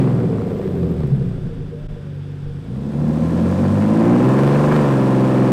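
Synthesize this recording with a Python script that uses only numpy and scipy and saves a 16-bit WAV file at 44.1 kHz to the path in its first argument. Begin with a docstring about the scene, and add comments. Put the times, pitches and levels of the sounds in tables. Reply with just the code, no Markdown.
"""Falling revs and a burbling, crackling overrun, then idle; a cross-fade in tone leads to a pull that eases.
The source is a turbocharged straight-six on a dynamometer in a workshop, heard behind its tailpipe.
Crank-locked orders make boom and pipe note; uneven firing kicks make the burble; pulsed noise makes
chuff, rasp and hiss. Cracks, pops, surges, whistles, fans and gusts add to them; the loudest peaks overload.
"""
import sys
import numpy as np
from scipy import signal
from scipy.fft import rfft, irfft, next_fast_len
from scipy.io import wavfile
from scipy.ndimage import uniform_filter1d, map_coordinates

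SR = 44100
rng = np.random.default_rng(int(sys.argv[2]) if len(sys.argv) > 2 else 0)


def dump(signal):
    """Clip the signal to [-1, 1] and save it as 16-bit WAV at the path in sys.argv[1]."""
    limited = np.clip(np.atleast_2d(signal).T, -1, 1)
    pcm = np.round(limited * 32767).astype(np.int16)
    wavfile.write(sys.argv[1], SR, pcm)


N = 243431
MID_REVS_HZ, MID_THRUST_DB, MID_FLOW_DB = 50, -18, -35  # reference bank rate, thrust and flow


def amp(db):
    """Decibels to gain."""
    return 10 ** (np.asarray(db) / 20)


def unit(x):
    """Scale to rms 1."""
    return x / np.sqrt(np.mean(x ** 2) + 1e-20)


def curves(rows):
    """One value per sample for each column after the time."""
    time_s, *columns = np.transpose(rows)
    return [np.interp(np.arange(N) / SR, time_s, column) for column in columns]


def wobble(rate_hz):
    """Smooth random curve, rate_hz knots a second."""
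    knots = rng.standard_normal(int(N * rate_hz / SR) + 4)
    return map_coordinates(knots, [np.arange(N) * rate_hz / SR])


def along(points, hz):
    """Read (freq_hz, level_db) points on a log frequency axis."""
    freq_hz, level_db = np.transpose(points)
    return np.interp(np.log(hz + 1), np.log(freq_hz + 1), level_db)


def filtered(x, response):
    """Multiply the spectrum of x by a response of frequency."""
    size = next_fast_len(N + SR // 4)
    spectrum = rfft(x, size) * response(np.fft.rfftfreq(size, 1 / SR))
    return irfft(spectrum, size)[:N]


def coloured(x, points):
    """Filter x by a (freq_hz, level_db) curve."""
    return filtered(x, lambda hz: amp(along(points, hz)))


def running_rms(x):
    """Level over an eighth of a second."""
    return np.sqrt(np.abs(uniform_filter1d(x ** 2, size=SR // 8)) + 1e-14)


def dense_tail(x, wet_db, t60_s):
    """Add a decaying noise tail, as many overlapping reflections give."""
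    t = np.arange(SR // 2) / SR
    tail = rng.standard_normal(len(t)) * amp(-60 * t / t60_s) * (t > .004)
    return x + amp(wet_db) * signal.fftconvolve(x, tail / np.linalg.norm(tail))[:N]


# Cross-fade from the first part (overrun and idle) to the second (pull): time_s, share_of_second (0-1)
PULL_SHARE = [(2.6, 0.03), (3.15, 0.92)]


def crossfade(first, second):
    """Blend from the first part's value (overrun and idle) to the second's (pull)."""
    share = np.clip(curves(PULL_SHARE)[0], 0, 1)
    return (1 - share) * first + share * second


def coloured_by_part(x, first, second):
    """Hold x at a steady level while its colour cross-fades between the parts."""
    y = crossfade(unit(coloured(x, first)), unit(coloured(x, second)))
    return y / running_rms(y)


# Dynamometer cooling-fan spectrum: freq_hz, level_db
FAN_SPECTRUM = [(410, -45), (700, -9), (896, 0), (956, -8), (1520, 0), (1980, -8), (2880, -8.5),
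                (3110, -10), (3500, -5.5), (4190, -21.5), (4770, -14), (6270, -24), (6860, -28),
                (8440, -29), (15500, -41.5)]


def fans():
    """Cooling air: coloured noise with a slow random level."""
    rush = unit(coloured(rng.standard_normal(N), FAN_SPECTRUM))
    return amp(-53.5 + 0.66 * wobble(6.3)) * rush


# Gusts on the microphone: peak_s, width_s, peak_db
GUST_SWELLS = [(.05, 0.12, -39), (.6, 0.14, -44), (1.17, .2, -36), (1.44, 0.12, -29.5), (1.63, .05, -29),
               (1.89, 0.069, -26), (2.48, 0.059, -29), (4.13, .08, -36), (4.72, .2, -43)]
# Buffeting spectrum: freq_hz, level_db
BUFFET_SPECTRUM = [(4, -7), (12, -2.5), (25, 12), (45, -4), (90, -29.5), (250, -105.5)]
DRAUGHT_DB, DRAUGHT_DB_PER_OCTAVE = -45, 3  # steady draught grows with revs


def gusts(bank_hz):
    """Exhaust gas over the microphone: low noise with a faint draught and a few swells."""
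    t = np.arange(N) / SR
    draught = amp(DRAUGHT_DB + DRAUGHT_DB_PER_OCTAVE * np.log2(bank_hz / MID_REVS_HZ))
    swells = sum(amp(peak_db) * np.exp(-((t - peak_s) / width_s) ** 2)
                 for peak_s, width_s, peak_db in GUST_SWELLS)
    lumps = coloured(rng.standard_normal(N), BUFFET_SPECTRUM)
    return (draught + swells) * lumps / running_rms(lumps)


def narrow(hz, width_hz):
    """Fuzzy line of rms 1: random quadrature amplitudes spread a pitch."""
    angle = 2 * np.pi * np.cumsum(hz * np.ones(N)) / SR
    return unit(wobble(width_hz) * np.cos(angle) + wobble(width_hz) * np.sin(angle))


# Turbo running down: time_s, pitch_hz, relative_db
TURBO_TRACK = [(.3, 14460, -88), (.47, 14100, -63), (.56, 13900, -63), (.78, 13130, -65), (.9, 13000, -67),
               (1.1, 13000, -77), (1.25, 12400, -90)]


def turbo_whistle():
    """Turbo whistle: a fuzzy line that falls in pitch and fades."""
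    pitch_hz, relative_db = curves(TURBO_TRACK)
    return amp(relative_db - 5) * narrow(pitch_hz, width_hz=800)


# Soft whine at idle: time_s, pitch_hz, level_db
WHINE_TRACK = [(1.55, 500, -72), (1.7, 550, -50), (1.8, 598, -46.5), (1.93, 600, -50.5), (2.07, 560, -45),
               (2.23, 495, -52), (2.45, 463.7, -66)]


def idle_whine():
    """Sine that swells and sinks, with a fluttering level."""
    pitch_hz, level_db = curves(WHINE_TRACK)
    return amp(level_db + 2.3 * wobble(25.4)) * np.sin(2 * np.pi * np.cumsum(pitch_hz) / SR)


# Thin, high chirps as revs fall: peak_s, relative_db, pitch_hz
CHIRP_EVENTS = [(.195, -50, 12300), (.915, -50, 11900), (.993, -56, 11300), (1.074, -54, 11300),
                (1.162, -53, 11200), (1.295, -54, 7900), (1.383, -58, 8200)]


def chirps():
    """Short Gaussian bursts of a fixed pitch, blurred by random amplitude."""
    t = np.arange(N) / SR
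    out, fuzz = np.zeros(N), wobble(700)
    for peak_s, relative_db, pitch_hz in CHIRP_EVENTS:
        envelope = amp(relative_db - 6) * np.exp(-((t - peak_s) / .004) ** 2)
        out += envelope * fuzz * np.sin(2 * np.pi * pitch_hz * t)
    return out


# Lowest pipe resonance, as falling revs pass through it: peak_s, relative_db, pitch_hz
SURGE_EVENTS = [(.83, -21, 175), (.93, -17, 165), (1.01, -19, 150), (1.044, -13, 142), (1.135, -7.5, 140),
                (1.22, -12.5, 140), (1.28, -17.5, 138), (1.445, -18.5, 138), (1.62, -24, 138)]


def surges():
    """The resonance builds over a few cycles and dies away: Gaussian-swelled sines."""
    t = np.arange(N) / SR
    out, width_s = np.zeros(N), 0.017
    for peak_s, relative_db, pitch_hz in SURGE_EVENTS:
        swell = amp(relative_db - 0.5) * np.exp(-((t - peak_s) / width_s) ** 2)
        out += swell * np.sin(2 * np.pi * (pitch_hz * t + rng.random()))
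    return out


# Late-burning charges: start_s, relative_db
POP_EVENTS = [(1.21, -25.5), (1.356, -52), (1.489, -29), (1.609, -28), (1.728, -24.5), (1.962, -28),
              (2.459, -33), (2.70, -35)]
# Pipe modes they ring: pitch_hz, relative_db, t60_s
PIPE_MODES = [(144.96, -1, 0.16), (292, -16, 0.27), (417, -5, .18), (466.4, 5, 0.19)]


def pops():
    """Late charges burn in the pipe: softly started, decaying modes."""
    out, t = np.zeros(N + SR), np.arange(SR // 2) / SR
    onset = 1 - np.exp(-t / 0.0072)
    for start_s, relative_db in POP_EVENTS:
        ring = sum(amp(mode_db - 60 * t / t60_s) * np.sin(2 * np.pi * (pitch_hz * t + rng.random()))
                   for pitch_hz, mode_db, t60_s in PIPE_MODES)
        out[round(start_s * SR):][:len(t)] += amp(relative_db - 4.0) * ring * onset
    return out[:N]


# Sharp cracks: tailpipe spits on the overrun, then overload snaps in the pull: start_s, relative_db
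CRACK_EVENTS = [(.073, -30), (.203, -30), (.257, -34), (.384, -28), (.419, -28.5), (.594, -35),
                (.615, -29.5), (.677, -29.5), (.831, -28.5), (1.005, -28), (1.034, -30.5), (4.391, -23),
                (4.435, -20.5), (4.477, -20), (4.723, -13.5), (4.764, -18), (4.889, -24)]
FRONT_DB, FRONT_DECAY_S = (1, 9.5), 0.00036  # front gain (first part, second part)


def crackles():
    """Sharp cracks: a steep front plus a brief noise burst with a fixed colour."""
    bursts, fronts, t = np.zeros(N + SR), np.zeros(N + SR), np.arange(SR // 20) / SR
    for start_s, relative_db in CRACK_EVENTS:
        burst = amp(relative_db + 2.5 - 60 * t / 0.02) * rng.standard_normal(len(t))
        bursts[round(start_s * SR):][:len(t)] += burst
        fronts[round(start_s * SR):][:len(t)] += amp(relative_db) * np.exp(-t / FRONT_DECAY_S)
    burst_colour = [(150, -31), (450, 10.0), (1100, 7.5), (2500, -9.5), (5000, -21), (12000, -32.5)]
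    front_colour = [(1500, 3), (12000, -13)]
    sharp = amp(crossfade(*FRONT_DB)) * coloured(fronts[:N], front_colour)
    return coloured(bursts[:N], burst_colour) + sharp


def puffs(turns, firing_db, bank_db, cycle_db, ragged_db):
    """Turbulence: noise surging at the firing, bank and engine-cycle rates, and at random."""
    angle = 2 * np.pi * turns
    surge_db = firing_db * np.cos(2 * angle) + bank_db * np.cos(angle)
    surge_db += cycle_db * np.cos(angle / 3) + ragged_db * wobble(170)
    return amp(surge_db) * rng.standard_normal(N)


# Hiss spectra, first part, second part: freq_hz, level_db
HISS_FIRST = [(1940, -18), (3300, -2), (4960, -5), (6310, -12), (8280, -7.5), (10400, -16.5),
              (13600, -19.5), (14700, -25), (15500, -24)]
HISS_SECOND = [(1940, -24), (3300, -1.5), (6910, -9), (8610, -8.5), (10800, -17.5), (14100, -20),
               (15500, -25.5)]


def hiss(turns):
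    """Fine gas turbulence, only weakly pulsed."""
    gas = puffs(turns, firing_db=0.4, bank_db=-0.8, cycle_db=0.25, ragged_db=0.65)
    return coloured_by_part(gas, HISS_FIRST, HISS_SECOND)


# Rasp spectra, first part, second part: freq_hz, level_db
RASP_FIRST = [(380, -38), (640, -6.5), (770, -2.5), (860, -15), (980, -9), (1130, -9.5), (1300, -13),
              (1600, -16), (2200, -18), (3000, -25), (4500, -37.5), (9000, -120)]
RASP_SECOND = [(380, -39), (650, 1.5), (760, -17), (870, -8.5), (1030, 6.5), (1170, -6), (1320, -3.5),
               (1550, -8.5), (1740, -5.5), (2000, -17.5), (2400, -15), (3200, -29), (4800, -36.5),
               (10000, -120)]


def rasp(turns):
    """Mid-band gas turbulence pulsed by the firings."""
    gas = puffs(turns, firing_db=2.5, bank_db=0.25, cycle_db=1.0, ragged_db=2.0)
    return coloured_by_part(gas, RASP_FIRST, RASP_SECOND)


# Chuff spectra, first part, second part: freq_hz, level_db
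CHUFF_FIRST = [(200, -71), (305, -18), (340, 1.5), (385, 10), (405, 6), (480, 9.5), (520, -1), (570, -5.5),
               (660, -10), (780, -19), (1400, -52.5), (2500, -120)]
CHUFF_SECOND = [(200, -50), (305, -27), (350, 8), (420, 1), (490, 3), (590, 3.5), (640, -6.5), (750, -2),
                (1400, -52), (2500, -120)]


def chuff(turns):
    """Hollow gas turbulence strongly pulsed by firing and bank."""
    gas = puffs(turns, firing_db=3.5, bank_db=2.0, cycle_db=-0.5, ragged_db=3.5)
    return coloured_by_part(gas, CHUFF_FIRST, CHUFF_SECOND)


# Burble spectra, first part, second part: freq_hz, level_db
BURBLE_FIRST = [(25, -39), (55, -7.5), (100, -1), (118, -22), (140, 1), (185, -2.5), (215, -12.5),
                (274, -2), (302, -17), (400, -59.5), (800, -120)]
BURBLE_SECOND = [(25, -34), (65, -17), (100, 2), (130, -2), (190, -1), (230, 17), (265, -5), (310, -15),
                 (450, -47.5), (900, -120)]


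def burble(turns):
    """Chance differences between firings: random kicks with a dense ringing tail."""
    firings = np.flatnonzero(np.diff(np.floor(2 * turns)) > 0)
    kicks = np.zeros(N)
    kicks[firings] = rng.uniform(-1.38, 1, len(firings))
    return coloured_by_part(dense_tail(kicks, wet_db=8, t60_s=0.42), BURBLE_FIRST, BURBLE_SECOND)


# Pipe-note spectra, first part, second part: freq_hz, level_db
PIPE_FIRST = [(30, -35.5), (70, -13), (150, 14), (215, 6), (275, 4), (308, -8), (345, 2), (480, -7),
              (560, -11.5), (750, -20), (1100, -24.5), (2000, -42.5), (5000, -120)]
PIPE_SECOND = [(35, -28), (120, -3.5), (155, -0.5), (235, 7), (280, 4), (345, -0.5), (420, -14.5),
               (495, -1), (640, -11.5), (880, -14.5), (1040, -18.5), (1400, -27.5), (3000, -35),
               (7000, -120)]


def pipe_note(turns, bank_db, uneven_db, scatter_rad, ring_db):
    """Unequal banks and cylinders put lines between the firing harmonics of one engine cycle."""
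    # k: multiple of the six-cylinder cycle; every sixth a firing, every third a bank harmonic
    k = np.arange(2049)
    between_firings = np.where(k % 3 == 0, amp(bank_db), amp(uneven_db))
    gain = np.where(k % 6 == 0, 1, between_firings)
    gain[[0, 6, 9, 12, 18]] = 0  # no DC; boom() plays the rest
    gain[240:] = 0
    gain[45] = amp(ring_db)  # one high order sings
    phase = rng.standard_normal(len(k)) * np.where(k % 3 == 0, scatter_rad, np.pi)
    cycle = irfft(-1j * gain * np.exp(1j * phase))
    wave = np.interp(turns / 3, np.arange(len(cycle)) / len(cycle), cycle, period=1)
    return coloured_by_part(wave, PIPE_FIRST, PIPE_SECOND)


# Boom orders: bank_rate_multiple, relative_db, gain_db_per_octave of revs
BOOM_LINES = [(2, 1, 3.8), (3, -4.5, 8), (4, 1, 2.1), (6, -3.5, -2.5)]
# Pipe resonances the orders sweep through, first part, second part: freq_hz, level_db
BOOM_PIPE_FIRST = [(48, -40), (60, -28.5), (88, -24), (105, -29), (120, -23), (137, -18), (160, -25),
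                   (195, -22), (225, -36.5), (265, -25.5), (320, -35.5)]
BOOM_PIPE_SECOND = [(65, -41.5), (90, -24.5), (101, -22), (109, -35), (119, -26.5), (145, -20), (195, -22),
                    (232, -19), (262, -26), (298, -29), (335, -18), (420, -24.5)]


def boom(turns, bank_hz, flutter_db, dispersion_rad):
    """Strong low orders swelled by pipe resonances; phase lag grows as order squared."""
    out = np.zeros(N)
    octaves = np.log2(bank_hz / MID_REVS_HZ)
    for multiple, relative_db, db_per_octave in BOOM_LINES:
        order_hz = multiple * bank_hz
        pipe_db = crossfade(along(BOOM_PIPE_FIRST, order_hz), along(BOOM_PIPE_SECOND, order_hz))
        level_db = relative_db + pipe_db + db_per_octave * octaves + flutter_db * wobble(22)
        phase = 2 * np.pi * multiple * turns - dispersion_rad * multiple ** 2
        out += np.sqrt(2) * amp(level_db) * np.sin(phase)
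    return out


# Puff rate of one three-cylinder bank, half the firing rate: time_s, bank_rate_hz
BANK_RATE = [(0.0, 68.34), (0.1, 62.1), (0.36, 54.28), (0.7, 47.54), (0.8, 43.83), (0.9, 40.66),
             (1.12, 34.31), (1.25, 30.2), (1.55, 25.76), (2.1, 24.08), (2.58, 23.83), (2.78, 33.95),
             (3.25, 40.64), (3.92, 53.2), (4.35, 66.86), (4.55, 71.85), (4.76, 75.42), (4.92, 67.34),
             (5.03, 65.58), (5.52, 64.05)]
# How hard the exhaust works: time_s, bass_drive_db
BASS_THRUST = [(0.0, -15), (0.3, -17.5), (0.58, -24), (0.72, -24.5), (0.85, -20), (1.15, -21.5),
               (1.45, -23.5), (1.85, -29), (2.0, -29), (2.65, -27.0), (3.05, -19), (3.55, -17.5),
               (3.95, -15), (4.12, -12.5), (4.38, -15), (4.75, -16), (5.0, -16), (5.52, -14.5)]
# Gas leaving the pipe: time_s, chuff_drive_db, rasp_drive_db
GAS_FLOW = [(0.0, -27.5, -31.7), (0.15, -28, -37), (0.42, -25.2, -40.5), (0.75, -24, -42),
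            (1.05, -31.0, -43), (1.35, -36.5, -48.5), (1.6, -41, -52.5), (2.2, -43.8, -55),
            (2.6, -45.5, -51), (2.9, -36, -45), (3.45, -22.5, -34), (3.92, -26, -31.5), (4.05, -20, -30),
            (4.4, -22, -26.5), (4.78, -20, -24.5), (5.0, -22, -28.5), (5.52, -25, -29.5)]
# Pairs are (first part, second part)
NOTE_DB, NOTE_DB_PER_OCTAVE = (-6.5, -5), 5  # note firms up with revs
CHUFF_DB, RASP_DB, HISS_DB = (-1.5, -6.5), (-3, -3), (-53.5, -49)
CHUFF_DB_PER_OCTAVE = (1.2, -2)  # in the pull, chuff gives way to the note as revs rise
BOOM_DB_PER_THRUST_DB, RASP_DB_PER_FLOW_DB, HISS_DB_PER_FLOW_DB = 0.8, 1.054, (0.62, 0.54)
BURBLE_DB = (-3, -4)
ROUGHEST_HZ, ROUGH_WIDTH_HZ = 42.2, 6.8  # firing most uneven at middling revs; 1 dB less at this distance


def scene():
    """Crank speed paces the exhaust; thrust drives the low layers, gas flow the noisy ones."""
    bank_hz, = curves(BANK_RATE)
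    thrust_db, = curves(BASS_THRUST)
    hollow_db, flow_db = curves(GAS_FLOW)
    octaves = np.log2(bank_hz / MID_REVS_HZ)
    flow_excess_db = flow_db - MID_FLOW_DB

    boom_db = BOOM_DB_PER_THRUST_DB * (thrust_db - MID_THRUST_DB)
    note_db = thrust_db + crossfade(*NOTE_DB) + NOTE_DB_PER_OCTAVE * octaves
    burble_db = thrust_db + crossfade(*BURBLE_DB) - ((bank_hz - ROUGHEST_HZ) / ROUGH_WIDTH_HZ) ** 2
    chuff_db = hollow_db + crossfade(*CHUFF_DB) + crossfade(*CHUFF_DB_PER_OCTAVE) * octaves
    rasp_db = MID_FLOW_DB + RASP_DB_PER_FLOW_DB * flow_excess_db + crossfade(*RASP_DB)
    hiss_db = crossfade(*HISS_DB_PER_FLOW_DB) * flow_excess_db + crossfade(*HISS_DB)

    # bank puffs so far; the crank never turns quite evenly
    turns = np.cumsum(bank_hz) / SR + .003 * wobble(50)
    note = amp(note_db) * pipe_note(turns, bank_db=1.0, uneven_db=-8.0, scatter_rad=1.25, ring_db=3)
    gas = amp(chuff_db) * chuff(turns) + amp(rasp_db) * rasp(turns)
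    # floor and walls add the tail
    engine = dense_tail(note + gas + crackles(), wet_db=-9.5, t60_s=0.32)
    engine += amp(burble_db) * burble(turns)
    # boom and hiss reach the microphone directly
    direct = amp(boom_db) * boom(turns, bank_hz, flutter_db=1.44, dispersion_rad=.75)
    direct += amp(hiss_db) * hiss(turns)
    whistles = turbo_whistle() + idle_whine() + chirps()
    return (engine + direct + pops() + surges() + whistles + fans() + gusts(bank_hz))[None]


DIP_S, DIP_WIDTH_S, DIP_DB = 1.879, .006, -18  # level dips briefly near the top of a gust
CEILING, HARDNESS = .45, 4.5  # overload level (full scale 1), knee exponent
COUPLING_HZ, TOP_HZ = 24, 15720


def record(dry):
    """Input stage rounds off peaks, its coupling tilts their tops, and the band is limited."""
    t = np.arange(N) / SR
    x = dry[0] * amp(DIP_DB * np.exp(-((t - DIP_S) / DIP_WIDTH_S) ** 2))
    clipped = x / (1 + np.abs(x / CEILING) ** HARDNESS) ** (1 / HARDNESS)
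    coupled = filtered(clipped, lambda hz: 1j * hz / (COUPLING_HZ + 1j * hz))
    return filtered(coupled, lambda hz: hz < TOP_HZ)[None]


dry = scene()
out = record(dry)
dump(out)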